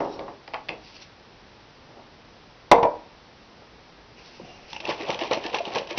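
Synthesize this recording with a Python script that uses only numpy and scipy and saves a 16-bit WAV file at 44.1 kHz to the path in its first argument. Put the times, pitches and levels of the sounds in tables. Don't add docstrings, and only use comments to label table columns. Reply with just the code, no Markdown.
import sys
import numpy as np
from scipy import signal
from scipy.fft import rfft, irfft
from scipy.io import wavfile

SR = 44100
rng = np.random.default_rng(int(sys.argv[2]) if len(sys.argv) > 2 else 0)


def generate_wav(signal):
    frames = np.transpose(np.atleast_2d(signal))
    scaled = np.clip(frames, -1, 1) * 32767
    pcm = np.round(scaled).astype(np.int16)
    wavfile.write(sys.argv[1], SR, pcm)


N = 263847
TIME = np.arange(N) / SR

# time in seconds, strength in dB,
# build-up in seconds, spray compared with gulp in dB, wall pitch in Hz, rebound compared with first slap
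# in dB, seconds until the swing back, strength of that swing in dB.
STROKES = [(4.891, -25, 0.032, -4, 581, -20, .114, -33.5), (5.093, -22, 0.015, -9.5, 540, -9, .124, -29),
           (5.311, -19.5, 0.0046, -6, 608, -3.5, .14, -32),
           (5.543, -23.5, 0.0096, -6, 845, -0.5, 0.13, -34.5),
           (5.757, -22.5, 0.015, -6.5, 724, -9.5, .155, -35), (5.975, -27.5, 0.0053, 2, 588, -12, .13, -27)]
# time in seconds, strength in dB.
BUCKLES = [(4.7302, -20), (4.7628, -21.5), (4.8021, -23), (4.8523, -20.5), (5.1435, -21), (5.19, -22),
           (5.212, -20), (5.3108, -18), (5.3319, -12.5), (5.463, -22.5), (5.544, -14), (5.585, -20),
           (5.6526, -20.5), (5.8722, -28.5)]
# frequency in Hz, level in dB.
FLAP_TONE = [(80, -21), (200, -8.5), (330, -3), (550, -1.5), (820, -2), (1050, -8.5), (1400, -20),
             (2500, -36.5)]


def undb(db):
    return 10 ** (np.asarray(db) / 20)


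def unit(x):
    return x / np.sqrt(np.mean(x ** 2))


def crest(x):
    return x / np.abs(x).max()


def add(out, s, x):
    i = int(s * SR)
    out[i:i + len(x)] += x[:N - i]


def at_hz(points, hz):
    freqs, values = np.transpose(points)
    return np.interp(np.log(np.maximum(hz, 1)), np.log(freqs), values)


def colour(x, tone, size=2048):
    gains = undb(at_hz(tone, np.arange(size // 2 + 1) * SR / size))
    cepstrum = irfft(np.log(gains))
    cepstrum[1:size // 2] *= 2
    cepstrum[size // 2 + 1:] = 0
    return signal.fftconvolve(x, irfft(np.exp(rfft(cepstrum))))[:len(x)]


def fade(t60):
    return np.exp(-np.log(1000) * TIME[:SR] / t60)


def swell(s, db, rise, fall):
    return undb(db) * np.exp(-np.maximum((s - TIME) / rise, (TIME - s) / fall))


def lumps(rate, depth_db):
    steps = np.clip(rng.standard_normal(N // 50), -2, 2)
    return unit(undb(depth_db * np.interp(TIME * rate, np.arange(len(steps)), steps)))


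def clicks(rate, spread_db):
    pulses = (rng.random(N) < rate / SR) * rng.choice([-1, 1], N)
    return pulses * undb(spread_db * np.clip(rng.standard_normal(N), -2, 2))


def burst(tone, t60):
    return crest(colour(rng.standard_normal(SR) * fade(t60), tone))


def ring(notes, scatter_db=0):
    offsets_db = scatter_db * rng.standard_normal(len(notes))
    return crest(sum((-1) ** k * undb(db + offsets_db[k]) * fade(t60) * np.sin(2 * np.pi * hz * TIME[:SR])
                     for k, (hz, db, t60) in enumerate(notes)))


def hush():
    # frequency in Hz, level in dB.
    tone = [(12, -42.5), (20, -14), (48, -4), (86, -8), (120, -5), (188, -9.5), (239, -7), (276, -9.5),
            (490, -8.5), (539, -10.5), (911, -11), (1270, -15), (5200, -21.5), (6000, -26), (7800, -20),
            (13200, -120)]
    return undb(-50.5) * unit(colour(rng.standard_normal(N), tone, size=8192))


def kitchen_echo(x, build_up_s=0.0051):
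    # frequency in Hz, ring time in seconds.
    bands = [(150, 0.47), (600, 0.34), (2000, 0.25), (6000, 0.2)]
    noise, hz = rfft(rng.standard_normal(SR)), np.arange(SR // 2 + 1)
    tail = np.zeros(SR)
    for centre, t60 in bands:
        share = at_hz([(f, float(f == centre)) for f, _ in bands], hz)
        tail += irfft(noise * share) * fade(t60)
    tail *= 1 - np.exp(-(TIME[:SR] / build_up_s) ** 2)
    return signal.fftconvolve(x, tail / np.linalg.norm(tail))[:N]


def flutter():
    # time in seconds, strength in dB, rise and fall in seconds.
    moves = [(.004, -24.5, 0.0065, 0.08), (.21, -33, 0.041, 0.045), (1.997, -42, 0.074, 0.019),
             (3.622, -40.5, 0.002, 0.011)]
    rustle = unit(colour(clicks(rate=1100, spread_db=3.5), FLAP_TONE))
    return undb(-5.5) * rustle * sum(swell(*move) for move in moves)


def swish():
    # time in seconds, strength in dB, length in seconds.
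    brushes = [(0.048, -52, .008), (0.138, -59, 0.068), (0.875, -56, 0.099), (0.958, -51.5, 0.027),
               (1.021, -47, 0.021), (4.271, -55.5, .08), (4.363, -57, 0.031), (4.704, -53, .05)]
    # frequency in Hz, level in dB.
    tone = [(900, -15.5), (1600, -13), (2700, 0), (3500, -4.5), (4400, 0), (5400, -2.5), (6500, -9)]
    loudness = sum(swell(s, db, length / 2, length / 2) for s, db, length in brushes)
    return undb(8) * unit(colour(clicks(rate=2200, spread_db=4.5), tone)) * loudness


def paper_whistle(slips):
    # pitch in Hz, level in dB, ring time in seconds.
    notes = [(3860, -2, .015), (5480, 0, 0.017)]
    return unit(signal.fftconvolve(slips, ring(notes))[:N]) * swell(0.13, -52.5, rise=.03, fall=.027)


def carton_drag(slips):
    # time in seconds, level in dB, rise and fall in seconds.
    pulls = [(4.184, -43.5, .008, .025), (4.34, -52, 0.0048, 0.0091), (4.48, -47.5, 0.13, 0.26),
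             (4.751, -40, 0.037, .02)]
    # frequency in Hz, level in dB.
    tone = [(150, -10.5), (260, -4.5), (450, -4.5), (640, -12), (745, -4), (870, -7), (1400, -19.5),
            (2100, -9.5), (2550, -3), (2830, -6), (3300, -20.5), (5500, -13)]
    # pitch in Hz, level in dB, ring time in seconds.
    notes = [(753, 2, .05), (2780, -0.5, 0.05)]
    scrape = unit(colour(slips, tone)) * sum(swell(*pull) for pull in pulls)
    squeak = unit(signal.fftconvolve(slips, ring(notes))[:N]) * swell(4.48, -47, rise=.04, fall=.1)
    return scrape + squeak


def paper():
    # time in seconds, then flap, tap and snap levels in dB.
    hits = [(.003, -16, -21.5, -39), (.047, -27, -39, -46), (0.193, -29, -40, -29), (.280, -30.5, -27, -52),
            (.477, -39, -36.5, -32), (0.536, -32.5, -22.5, -26.5), (.542, -41, -21.5, -17),
            (0.686, -52.5, -34.5, -23.5), (0.691, -29.5, -31, -13.5)]
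    # frequency in Hz, level in dB.
    tap_tone = [(200, -33), (450, -12.5), (650, 5), (850, 7.5), (1050, 2), (1400, -10), (2200, -12),
                (2800, -16), (3500, -41), (5000, -40)]
    snap_tone = [(500, -18.5), (1400, -5), (1900, 7.5), (2500, 8), (3000, 4.5), (3700, -0.5), (5000, -4),
                 (6500, -28)]
    out = np.zeros(N)
    for s, flap_db, tap_db, snap_db in hits:
        add(out, s, undb(flap_db) * burst(FLAP_TONE, t60=0.21))
        add(out, s, undb(tap_db) * burst(tap_tone, t60=0.079))
        add(out, s, undb(snap_db) * burst(snap_tone, t60=0.013))
    return out


def jug(settle_t60=0.48, push_hz=170):
    # time in seconds, then ring, thud and crack levels in dB.
    knocks = [(2.714, -4.5, 2.5, 0.5), (2.78, -14.5, -14, -40), (2.829, -10.5, -9.5, -18.5),
              (2.852, -26, -13, -29)]
    # pitch in Hz, level in dB, ring time in seconds.
    table_notes = [(125, -26, 0.062), (186, -20, 0.12), (314, -17, 0.18), (465.6, 8, 0.49), (511, -5, 0.62),
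                   (592, -13, 0.55), (658.5, -1.5, 0.65), (766, -10, 0.31), (861, 4, 0.15), (906, -8, 0.33),
                   (917, 1.5, 0.4), (966, -3, 0.56), (1015, -2.5, .4), (1040, -8, 0.22), (1786, -16, 0.15),
                   (1800, -18, 0.17), (2340, -15.5, 0.22)]
    seated_notes = [(315, -5, 0.16), (587, 3, 0.3), (964, 6, 0.27)]
    # frequency in Hz, level in dB.
    thud_tone = [(40, -33), (70, -28), (130, -23), (220, -8.5), (320, -2), (390, -3.5), (520, 3), (980, 3),
                 (1200, -14), (1500, -18.5), (2500, -35), (5000, -76)]
    crack_tone = [(500, -21), (1400, -4), (2000, 7), (2800, 1), (3700, -5), (5000, -9.5), (6500, -8.5)]
    out = np.zeros(N)
    flat_s = knocks[-1][0]
    push = -ring([(push_hz, 0, .025)])
    for s, ring_db, thud_db, crack_db in knocks:
        damping = np.exp(-np.log(1000) * np.maximum(s + TIME[:SR] - flat_s, 0) / settle_t60)
        wood = damping * ring(table_notes) + undb(-4.5) * burst(thud_tone, t60=0.4)
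        thud = burst(thud_tone, t60=0.11) + undb(-15) * push
        crack = burst(crack_tone, t60=0.045)
        add(out, s, undb(ring_db) * wood + undb(thud_db) * thud + undb(crack_db) * crack)
    add(out, flat_s, undb(-15) * ring(seated_notes))
    return out


def cardboard_crackle():
    # frequency in Hz, level in dB.
    tone = [(300, -36.5), (900, -5), (1500, -12.5), (2200, -0.5), (2700, 7), (3500, 0.5), (4600, -8),
            (6500, -7)]
    out = np.zeros(N)
    for s, db in BUCKLES:
        add(out, s, undb(db + 2) * burst(tone, t60=0.028))
    return out


def swings_back():
    return [(s + delay, db) for s, *_, delay, db in STROKES]


def wall_hits(slap_db=6.5, rebound_hz=840, back_hz=350, back_rebound_hz=590, buckle_hz=930):
    hits = [(4.397 + .017 * k, -30.5 - 3 * k, 368 * 2 ** (-0.61 * k)) for k in range(4)]
    for s, db, _, _, pitch, rebound_db, _, _ in STROKES:
        hits += [(s, db + slap_db, pitch), (s + .061, db + slap_db + rebound_db, rebound_hz)]
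    for s, db in swings_back():
        hits += [(s, db + slap_db, back_hz), (s + .034, db + slap_db - 2, back_rebound_hz)]
    hits += [(s, db - 9.5, buckle_hz) for s, db in BUCKLES]
    return [hit for hit in hits if hit[0] < TIME[-1]]


def carton_boom(db_per_octave=20):
    # pitch in Hz, level in dB, ring time in seconds.
    wall_notes = [(176, -1, .05), (240, 9, 0.024), (345, -2.5, 0.069), (530, 10, 0.025), (572, 11, 0.023),
                  (692, -5.5, 0.087), (823, 1.5, 0.032), (926, 8.5, 0.024)]
    boom = np.zeros(N)
    for s, hit_db, pitch in wall_hits():
        notes = [(hz, db - db_per_octave * abs(np.log2(hz / pitch)), t60) for hz, db, t60 in wall_notes]
        add(boom, s, undb(hit_db) * ring(notes, scatter_db=9))
    return signal.sosfilt(signal.butter(2, [150, 1400], "bandpass", fs=SR, output="sos"), boom)


def bubbles(low_hz, high_hz, cycles, glide, count):
    out, start = np.zeros(N), STROKES[0][0] - .4
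    for k, (when, pitch, size) in enumerate(rng.random((count, 3))):
        hz = low_hz + (high_hz - low_hz) * pitch
        age = np.linspace(0, 1, int(cycles * SR / hz))
        phase = 2 * np.pi * cycles * (age + glide * age ** 2 / 2)
        blip = np.sin(phase) * np.exp(-np.log(100) * age)
        add(out, start + (TIME[-1] - start) * (k + when) / count, (.5 + size) * blip)
    return out / np.std(out[int(start * SR):])


def liquid(lag_s=0.0057, drain_s=0.029):
    back = sum(swell(s, db, rise=0.021, fall=0.053) for s, db in swings_back())
    churn, splash = back, undb(-4) * back
    for s, db, rise, spray_db, *_ in STROKES:
        surge = swell(s + lag_s, db, rise, drain_s)
        churn = churn + surge
        splash = splash + undb(spray_db) * surge
    # frequency in Hz, level in dB.
    gulp_tone = [(40, -44.5), (90, -17), (160, -10.5), (260, -15.5), (350, -3), (560, -2), (930, -0.5),
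                 (1100, -3.5), (1400, -15.5), (2200, -43)]
    spray_tone = [(500, -44), (1000, -7.5), (1400, -12), (1900, -5), (2400, 1), (2800, 1), (3600, -5.5),
                  (5300, -8.5), (6500, -10.5)]
    gulps = unit(colour(clicks(rate=1200, spread_db=3), gulp_tone))
    pockets = bubbles(low_hz=326, high_hz=1016, cycles=21, glide=0.042, count=200)
    spray = unit(colour(clicks(rate=3100, spread_db=5), spray_tone)) * lumps(rate=240, depth_db=5)
    foam = bubbles(low_hz=1528, high_hz=4240, cycles=28, glide=.1, count=400)
    slosh = churn * undb(-5) * (gulps + pockets) + splash * (undb(1) * spray + undb(-6) * foam)
    return signal.sosfilt(signal.butter(2, 110, "highpass", fs=SR, output="sos"), slosh)


def scene():
    shake = liquid() + carton_boom() + cardboard_crackle()
    knock, sheet = jug(), paper()
    slips = clicks(rate=1800, spread_db=0.5)
    rustle = flutter() + swish() + paper_whistle(slips) + carton_drag(slips)
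    echo = kitchen_echo(undb(-11.5) * shake + undb(-14) * knock + undb(-7.5) * sheet + undb(-4.5) * rustle)
    return (shake + knock + sheet + rustle + echo + hush())[None]


def record(dry, treble_hz=5950, ceiling=.7, top_hz=16000):
    narrow = signal.sosfilt(signal.butter(26, treble_hz, fs=SR, output="sos"), dry)
    clipped = narrow / (1 + (narrow / ceiling) ** 8) ** (1 / 8)
    return signal.sosfilt(signal.ellip(8, .2, 70, top_hz, fs=SR, output="sos"), clipped)


dry = scene()
out = record(dry)
generate_wav(out)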